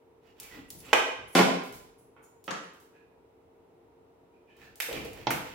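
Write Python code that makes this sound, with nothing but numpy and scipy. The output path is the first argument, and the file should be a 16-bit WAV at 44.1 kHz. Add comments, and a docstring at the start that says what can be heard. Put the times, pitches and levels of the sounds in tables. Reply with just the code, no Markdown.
"""A long wooden stick, carried in a puppy's mouth, knocks on hard things in a bare tiled room.
Each impact excites the stick's damped modes; once it bangs into hollow furniture, whose panel resonates.
Teeth crack on the wood, the mouth clops, and soft breaths puff and pant among faint creaks of wood.
Claws tick, paws pad, paws and fur rustle, and friction makes the collar ring tinkle.
The room reverberates over a faint steady whirr."""
import sys
import numpy as np
from scipy import signal
from scipy.fft import rfft, irfft
from scipy.io import wavfile
from scipy.ndimage import uniform_filter1d

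SR = 44100
rng = np.random.default_rng(int(sys.argv[2]) if len(sys.argv) > 2 else 0)


def generate_wav(signal):
    """Clip the signal to [-1, 1] and save it as 16-bit WAV at the path in sys.argv[1]."""
    frames = np.transpose(np.atleast_2d(signal))
    scaled = np.clip(frames, -1, 1) * 32767
    pcm = np.round(scaled).astype(np.int16)
    wavfile.write(sys.argv[1], SR, pcm)


N = 244314
SIZE, FFT_SIZE = 2 ** 15, 3 * 2 ** 14  # samples in one event, and in its convolution with the room
AGE = np.arange(SIZE) / SR  # seconds since an event began

# Spectrum of the background rush. Each row: frequency in Hz, relative spectral density in dB.
RUSH_SPECTRUM = [(30, -33.5), (64, -13.5), (120, -12), (200, -17), (300, -12.5), (450, -7.5), (600, -14.5),
                 (950, -15.5), (1400, -30.5), (2200, -31.5), (3000, -35.5), (4000, -42), (8000, -45),
                 (14000, -42)]
# Noise bands of the whirr. 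Each row: centre in Hz, width in Hz, level in dB.
WHIRR_BANDS = [(354, 22, -72), (410, 30, -72.5), (943, 20, -80.5)]
# Tones of the hum. Each row: frequency in Hz, level in dB.
HUM_TONES = [(269.2, -75), (454.8, -67)]
# Reverberation time of the room. Each row: frequency in Hz, time to fall 60 dB (T60) in seconds.
REVERB_TIMES = [(100, 0.59), (210, 0.52), (400, 0.62), (800, 0.63), (1840, 0.67), (4850, 0.64),
                (12800, 0.41)]
# Spectrum of the reflections. Each row: frequency in Hz, relative level in dB.
ROOM_SPECTRUM = [(100, 4.5), (300, -2), (1000, -2), (2500, -2), (5000, -2.5), (14000, -1)]
# Coherence of the diffuse field. Each row: frequency in Hz, left-right correlation.
COHERENCE = [(60, .9), (170, 0.77), (280, 0.98), (420, 0.52), (600, 0.16), (1000, 0.028), (3000, -0.0031),
             (14000, -0.59)]
# The puppy's path. Each row: time in seconds, distance from the microphones in metres.
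DOG_DISTANCE = [(0.9, 0.9), (1.35, 2.7), (2.5, 1.76), (4.65, 1.51), (4.85, 1.29), (5.3, 0.92)]
# Tinks of the collar ring. Each row: middle in seconds, frequency in Hz, level in dB.
COLLAR_TINKS = [(0.696, 9900, -75), (0.789, 10500, -67), (0.86, 7510, -71), (1.288, 10500, -62.5),
                (1.337, 10360, -59), (1.992, 10140, -71.5), (2.236, 9220, -73.5), (2.236, 13900, -81),
                (2.245, 6820, -70.5), (2.64, 10500, -77)]
# Claws striking tile. Each row: start in seconds, level in dB, T60 of the scrape in seconds.
CLAW_TICKS = [(0.4, -52.5, 0.016), (0.431, -60, 0.014), (0.7036, -52, 0.019), (0.803, -62, 0.034),
              (1.635, -57, 0.049), (1.725, -53.5, 0.032), (2.4413, -60, .018), (2.734, -71, .06),
              (2.8, -67.5, 0.046), (4.567, -74, .03), (4.7571, -61, 0.013), (5.048, -58.5, 0.048),
              (5.132, -62.5, .035)]
# Soft footfalls. Each row: middle in seconds, level in dB.
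FOOTFALLS = [(0.75, -58), (0.893, -56.5), (1.198, -57), (1.722, -55), (2.029, -68.5), (4.956, -48),
             (5.061, -51.5), (5.18, -53), (5.335, -51.5)]
# Soft panting and the rustle of paws and fur. Each row: middle in seconds, level in dB.
PANTS_AND_RUSTLES = [(0.282, -69), (0.438, -56.5), (0.55, -54), (0.83, -65), (0.897, -52.5), (4.624, -57),
                     (4.94, -42.5), (5.042, -52), (5.193, -53.5), (5.492, -52.5)]
# Broad rustle of paws and fur. Each row: frequency in Hz, relative spectral density in dB.
RUSTLE_SPECTRUM = [(300, 1), (1200, -3), (1700, -6), (2400, -6.5), (3400, -11), (4800, -12), (6500, -14.5),
                   (9000, -32.5), (15000, -14)]
# Breathy resonances of soft panting. Each row: centre in Hz, width in Hz, level in dB re the rustle.
PANTING_RESONANCES = [(1800, 200, -12.5), (2594, 760, -4)]
# Teeth cracking on wood. Each row: start in seconds, level in dB, top of the snap in Hz, T60 of the
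# crunch in seconds, woody click in Hz, click in dB re the snap, ring in dB re the force, pan in dB.
TOOTH_CRACKS = [(2.5075, -53.5, 7000, 0.018, 1240, 3, -14, 22), (2.512, -51, 7300, 0.03, 1430, 6.5, -11, 8),
                (4.8018, -41.5, 15400, 0.01, 2120, 1, -1, -6),
                (4.8074, -47.5, 15800, 0.0037, 2790, -1, -7, 1),
                (4.82, -46.5, 15200, .03, 2420, -12, -6, 6), (4.928, -56, 14000, 0.028, 2880, 6, -6, 7),
                (5.305, -42.5, 15400, 0.13, 2030, 0, -7, -2)]
# Modes rung by a bite. Each row: frequency in Hz, relative level in dB, T60 in seconds.
BITE_MODES = [(3680, 3.5, 0.021), (5170, 7.5, 0.017), (6330, -5, 0.0097), (8370, 7.5, 0.016),
              (12900, 10, 0.0082)]
# Clops of the mouth shifting its grip. Each row: start in seconds, frequency in Hz, level in dB.
MOUTH_CLOPS = [(4.888, 481, -41.5), (4.910, 610, -48), (4.929, 425, -46.5), (5.056, 472, -47)]
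# Soft puffs of the puppy's breath around the stick, among faint creaks of wood.
# Each row: middle in seconds, frequency in Hz, level in dB.
PUFFS_AND_CREAKS = [(0.28, 2800, -75), (0.45, 2300, -64.5), (0.54, 1950, -58), (0.579, 274.4, -54),
                    (0.85, 2730, -66.5), (0.895, 2730, -64), (2.959, 1650, -69.5), (2.96, 2464, -71.5),
                    (4.35, 2437, -77.5), (4.5, 1710, -73), (4.5, 2480, -69), (4.52, 3020, -73),
                    (4.631, 1743, -61.5), (4.951, 290, -46), (4.97, 2380, -51.5)]
# Modes of the furniture panel. Each row: frequency in Hz, relative level in dB, T60 in seconds.
PANEL_MODES = [(185.3, -3.5, 0.086), (231, -12, .07), (266, -3, 0.1), (348, -4.5, 0.06), (380, -4, 0.072),
               (431, -9.5, 0.2), (550, -8.5, 0.13), (660, -14.5, .18), (703.5, -12.5, 0.31),
               (767.6, -4, .2), (1013, -6, .18), (1370, -8, 0.11), (1806, -20.5, 0.16),
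               (2200, -22.5, 0.077), (2610, -16.5, .14), (2960, -19.5, 0.116)]
# The stick meets the panel, then judders. Each row: start in seconds, level in dB, chatter T60 in seconds.
PANEL_IMPACTS = [(1.352, -27.5, .1), (1.388, -26.5, .12)]
# Modes of the stick held in the jaws. Each row: frequency in Hz, relative level in dB, T60 in seconds.
STICK_MODES = [(292.3, -13, 0.13), (556.5, -3.5, 0.06), (780, -4.5, 0.052), (926, -3, 0.075),
               (1238, -4.5, .09), (1334, -8.5, 0.12), (1615, -7, 0.09), (1995, -7, 0.07), (2406, -9, 0.076),
               (2530, -5, 0.05), (2799, -5, .03), (3315, -8, 0.029), (5440, -18.5, .012),
               (6300, -14, 0.012)]
# Knocks of the stick. Each row: start in seconds, levels of wood, clack, thud and crack in dB,
# top of wood and crack in Hz, centre and width of the clack in Hz, low edge of the thud in Hz,
# chatter T60 in seconds, factor by which the grip scales the mode frequencies, pan in dB.
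STICK_KNOCKS = [(0.9302, -24.5, -28.5, -37.5, -42, 9000, 634, 380, 342, 0.022, 0.97, -2),
                (0.9328, -34, -41.5, -47, -38.5, 16080, 1970, 697, 293, 0.02, 1, -2),
                (1.351, -24, -41, -40, -29.5, 15800, 780, 457, 245, 0.046, 0.87, 4),
                (1.385, -33.5, -29.5, -29, -41.5, 6740, 810, 353, 237, 0.11, 0.77, 0.5),
                (2.165, -63.5, -64.5, -69, -81, 3300, 1328, 505, 134.5, 0.038, 0.91, -4),
                (2.479, -42, -42.5, -44, -54, 6300, 1260, 200.7, 158.5, 0.045, 0.96, -4),
                (5.2693, -39.5, -37.5, -39.5, -44.5, 6000, 927, 210, 120, 0.024, 0.72, -4),
                (5.305, -47.5, -42.5, -41.5, -50, 3020, 1310, 400, 138, 0.034, .92, -1)]


def from_db(db):
    """Amplitude grows tenfold for every 20 dB."""
    return 10 ** (np.asarray(db) / 20)


def unit_rms(x):
    """Power normalisation: the mean square becomes one."""
    return x / np.sqrt(np.mean(x ** 2) + 1e-30)


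def burst(x):
    """Energy normalisation: a transient gets the energy of 0.1 s at unit power."""
    return x / np.sqrt(np.mean(np.sum(x ** 2, axis=-1)) * 10 / SR + 1e-30)


def at_hz(points, hz):
    """Interpolation on a logarithmic frequency axis."""
    frequencies, values = np.transpose(points)
    return np.interp(np.log(hz), np.log(frequencies), values)


def band(x, low_hz, high_hz, order=2):
    """Causal band-pass filtering."""
    high_hz = min(high_hz, .45 * SR)
    sos = signal.butter(order, [min(low_hz, high_hz - 1), high_hz], "band", fs=SR, output="sos")
    return signal.sosfilt(sos, x + 1e-18)


def whiten(x, bins=128):
    """Minimum-phase equalisation levels broad spectral humps and leaves the fine structure."""
    power = np.mean(np.abs(np.fft.fft(np.atleast_2d(x))) ** 2, axis=0)
    smoothed = uniform_filter1d(power, bins, mode="wrap")
    inverse = np.exp(-.5 * np.conj(signal.hilbert(np.log(smoothed + 1e-20))))
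    return irfft(rfft(x) * inverse[:SIZE // 2 + 1])


def decay(t60):
    """Exponential damping: 60 dB are lost in t60 seconds."""
    return np.exp(-np.minimum(np.log(1000) * AGE / t60, 60))


def swell(rise_s):
    """A raised-cosine envelope peaks at rise_s and falls as it rose."""
    return np.sin(np.pi / 2 * np.minimum(AGE / rise_s, 2)) ** 2


def mode(force, hz, t60):
    """Forced response of a damped harmonic oscillator."""
    radius, angle = np.exp(-np.log(1000) / (t60 * SR)), 2 * np.pi * hz / SR
    return burst(signal.lfilter([1, 0, -1], [1, -2 * radius * np.cos(angle), radius ** 2], force + 1e-18))


def body(force, modes, pitch=1):
    """Modal superposition, with neighbouring modes in opposite sign."""
    return burst(sum((-1) ** k * from_db(db) * mode(force, hz * pitch, t60)
                     for k, (hz, db, t60) in enumerate(modes)))


def grains():
    """Broadband excitation: a dense train of tiny pulses of uneven size."""
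    return unit_rms(rng.standard_normal(SIZE) * from_db(4 * np.minimum(rng.exponential(1, SIZE), 4)))


def contact(chatter_s, chatter_db):
    """An impact force is an impulse followed by decaying chatter."""
    impulse = burst(1. * (AGE == 0))
    chatter = burst(grains() * decay(chatter_s))
    return burst(whiten(impulse + from_db(chatter_db) * chatter))


def resonant_swell(hz, width_hz, rise_s):
    """Random excitation: a swell of grainy noise drives one narrow resonance."""
    return burst(band(grains() * swell(rise_s), hz - width_hz / 2, hz + width_hz / 2, order=1))


def diffuse(spectrum, size, t60s=None):
    """A diffuse field: half-octave stereo noise, coherent in the bass; t60s damps each band."""
    out, edges = 0, 31 * 2 ** np.arange(0, 9.6, .5)
    white = rng.standard_normal((2, 2, size))
    for k, (low, high) in enumerate(zip(edges, edges[1:])):
        mid, side = band(white[k % 2], low, high, order=3)
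        hz = np.sqrt(low * high)
        alike = np.clip(at_hz(COHERENCE, hz), -1, 1)
        gain = from_db(at_hz(spectrum, hz)) * (decay(at_hz(t60s, hz)) if t60s else 1)
        out = out + gain * (np.sqrt(1 + alike) * mid + np.sqrt(1 - alike) * side * [[1], [-1]])
    return unit_rms(out)


def background(rush_db=-62.5, waver_depth_db=1.7):
    """Superposition of a dull rush, a narrow-band whirr and an amplitude-modulated hum."""
    whirr = hum = 0
    for hz, width, db in WHIRR_BANDS:
        noise = rng.standard_normal(N) + .5 * rng.standard_normal((2, N))
        whirr += from_db(db) * unit_rms(band(noise, hz - width / 2, hz + width / 2))
    waver_db = waver_depth_db * unit_rms(band(rng.standard_normal(N), low_hz=0.91, high_hz=12))
    for hz, db in HUM_TONES:
        tone = np.sin(2 * np.pi * (hz * np.arange(N) / SR + rng.random()))
        hum += from_db(db + waver_db) * unit_rms(tone)
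    return from_db(rush_db) * diffuse(RUSH_SPECTRUM, N) + whirr + hum


def tiled_room(build_s=0.011, floor_delay_s=0.0015):
    """Reflection gives two transfer functions: direct sound with early echoes, and reverberation."""
    build_up = 1 - np.exp(-(AGE / build_s) ** 2)
    tail = whiten(diffuse(ROOM_SPECTRUM, SIZE, REVERB_TIMES) * build_up, bins=24)
    colour = from_db(at_hz(ROOM_SPECTRUM, np.maximum(np.fft.rfftfreq(FFT_SIZE, 1 / SR), 1)))
    reverb = from_db(0.5) * unit_rms(colour) * rfft(unit_rms(tail) / np.sqrt(SIZE), FFT_SIZE)
    early = diffuse(ROOM_SPECTRUM, SIZE) * decay(t60=0.041) * (AGE > floor_delay_s)
    near = from_db(1) * whiten((AGE == 0) + unit_rms(early) / np.sqrt(SIZE))
    return rfft(near, FFT_SIZE), reverb


def heard(sound, room, s, pan_db=0, facing_db=0, critical_distance_m=0.87):
    """Spherical spreading: direct sound falls as 1/distance, while reverberation keeps its level."""
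    near, reverb = room
    distance_m = np.interp(s, *np.transpose(DOG_DISTANCE))
    direct = from_db(facing_db) * critical_distance_m / distance_m
    paths = direct * near * from_db([[pan_db / 2], [-pan_db / 2]]) + reverb  # positive pan is left
    return irfft(rfft(sound, FFT_SIZE) * paths, FFT_SIZE)


def add(out, s, sound):
    """Linear superposition of a stereo sound starting at s seconds."""
    i = max(round(s * SR), 0)
    out[:, i:i + sound.shape[1]] += sound[:, :N - i]


def collar(room, rise_s=0.021, hiss_db=-3):
    """Friction excites a high resonance of the small metal ring: thin, rough tinks in a little hiss."""
    out = np.zeros((2, N))
    for s, hz, db in COLLAR_TINKS:
        hiss = burst(band(grains() * swell(rise_s), 6000, 15500))
        tink = resonant_swell(hz, width_hz=240, rise_s=rise_s) + from_db(hiss_db) * hiss
        add(out, s - rise_s, heard(from_db(db) * tink, room, s, facing_db=3))
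    return out


def paws_and_panting(room, pad_rise_s=0.074, pant_rise_s=0.093):
    """Hard contacts tick and soft ones thump; breathy resonances sound with rustling paws and fur."""
    out = np.zeros((2, N))
    for s, db, scrape_s in CLAW_TICKS:
        force = contact(scrape_s, 20 * np.log10(scrape_s / .009))  # at 9 ms, scrape equals impulse
        tick = burst(band(force, 3730, 19000))
        add(out, s, heard(from_db(db) * tick, room, s))
    for s, db in FOOTFALLS:
        thump = unit_rms(band(grains(), 44, 465)) * swell(pad_rise_s)
        add(out, s - pad_rise_s, heard(from_db(db) * thump, room, s))
    breathy_rustle = diffuse(RUSTLE_SPECTRUM, SIZE)[0]
    for hz, width, db in PANTING_RESONANCES:
        breathy_rustle += from_db(db) * unit_rms(band(grains(), hz - width / 2, hz + width / 2, order=1))
    breathy_rustle = unit_rms(breathy_rustle)
    for s, db in PANTS_AND_RUSTLES:
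        pant_and_rustle = np.roll(breathy_rustle, rng.integers(SIZE)) * swell(pant_rise_s)
        roughness_db = 4 * np.clip(unit_rms(band(rng.standard_normal(SIZE), 40, 300)), -2, 2)
        pant_and_rustle *= unit_rms(from_db(roughness_db))
        add(out, s - pant_rise_s, heard(from_db(db) * pant_and_rustle, room, s, pan_db=-5.5))
    return out


def mouth(room, jaw_db=-13, puff_rise_s=.042):
    """Tooth impacts snap; resonance colours the clops, soft puffs of breath and faint creaks of wood."""
    out = np.zeros((2, N))
    for s, db, top_hz, crunch_s, click_hz, click_db, ring_db, pan_db in TOOTH_CRACKS:
        force = contact(crunch_s, chatter_db=33)
        snap = burst(band(force + from_db(ring_db) * body(force, BITE_MODES), 3450, top_hz))
        click_force = contact(crunch_s, 10 * np.log10(crunch_s / 0.0042))
        click = burst(band(click_force, click_hz / 1.395, click_hz * 1.37, order=3))
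        jaw_knock = burst(band(contact(crunch_s, chatter_db=3), 417, 990))
        bite = snap + from_db(click_db) * (click + from_db(jaw_db) * jaw_knock)
        add(out, s, heard(from_db(db) * bite, room, s, pan_db, facing_db=0.5))
    for s, hz, db in MOUTH_CLOPS:
        clop = mode(contact(chatter_s=0.032, chatter_db=1.5), hz, t60=0.048)
        add(out, s, from_db(db) * burst(heard(clop, room, s)))
    for s, hz, db in PUFFS_AND_CREAKS:
        puff_or_creak = resonant_swell(hz, 0.046 * hz, puff_rise_s)
        add(out, s - puff_rise_s, heard(from_db(db) * puff_or_creak, room, s))
    return out


def furniture(room):
    """Forced vibration: the juddering stick drives the modes of a panel facing the microphones."""
    out = np.zeros((2, N))
    for s, hit_db, chatter_s in PANEL_IMPACTS:
        force = band(contact(chatter_s, chatter_db=13.5), 180, 6000, order=5)  # small panel: no deep bass
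        for hz, db, t60 in PANEL_MODES:
            ringing = burst(heard(mode(force, hz, t60), room, s, facing_db=12))
            add(out, s, from_db(hit_db + db) * ringing)
    return out


def stick(room):
    """Impact excitation: the stick rings, the struck object clacks and thuds, the contact cracks."""
    out = np.zeros((2, N))
    for (s, wood_db, clack_db, thud_db, crack_db, top_hz,
         clack_hz, width_hz, thud_hz, chatter_s, pitch, pan_db) in STICK_KNOCKS:
        judder_db = 10 * np.log10(chatter_s / 0.02)  # longer chatter holds more of the energy
        dense_modes = burst(band(contact(chatter_s, judder_db + 15.5), 444, 3180, order=7))
        clear_modes = body(contact(chatter_s, judder_db - 3), STICK_MODES, pitch)
        wood = burst(band(clear_modes + from_db(1) * dense_modes, 260, top_hz))
        clack_force = contact(chatter_s, judder_db + 0.5)
        clack = burst(band(clack_force, clack_hz - width_hz / 2, clack_hz + width_hz / 2))
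        thud = burst(band(contact(chatter_s * 2.6, judder_db + 3.5), thud_hz, 693, order=4))
        crack = burst(band(contact(chatter_s, judder_db + 11), 1760, 6700, order=1))
        crack = burst(band(crack, 340, top_hz, order=8))
        knock = from_db(wood_db) * wood + from_db(thud_db) * thud
        surface = from_db(clack_db) * clack + from_db(crack_db) * crack
        add(out, s, heard(knock, room, s, pan_db))
        add(out, s, heard(surface, room, s, pan_db, facing_db=0.5))
    return out


def scene():
    """Sound pressures add: the puppy's sounds share one room, over the steady background."""
    room = tiled_room()
    puppy = stick(room) + furniture(room) + mouth(room) + paws_and_panting(room) + collar(room)
    return puppy + background()


def record(dry, cutoff_hz=16000):
    """Microphone frequency response: the left is warmer, the right brighter, and both are low-passed."""
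    left, right = dry
    left = left + 0.27 * band(left, 117, 220, order=1) - 0.075 * band(left, 1682, 3600, order=1)
    right = right + 0.29 * band(right, 1710, 3600, order=1)
    low_pass = signal.ellip(10, .1, 80, cutoff_hz, fs=SR, output="sos")
    return signal.sosfilt(low_pass, np.array([left, right]))


dry = scene()
out = record(dry)
generate_wav(out)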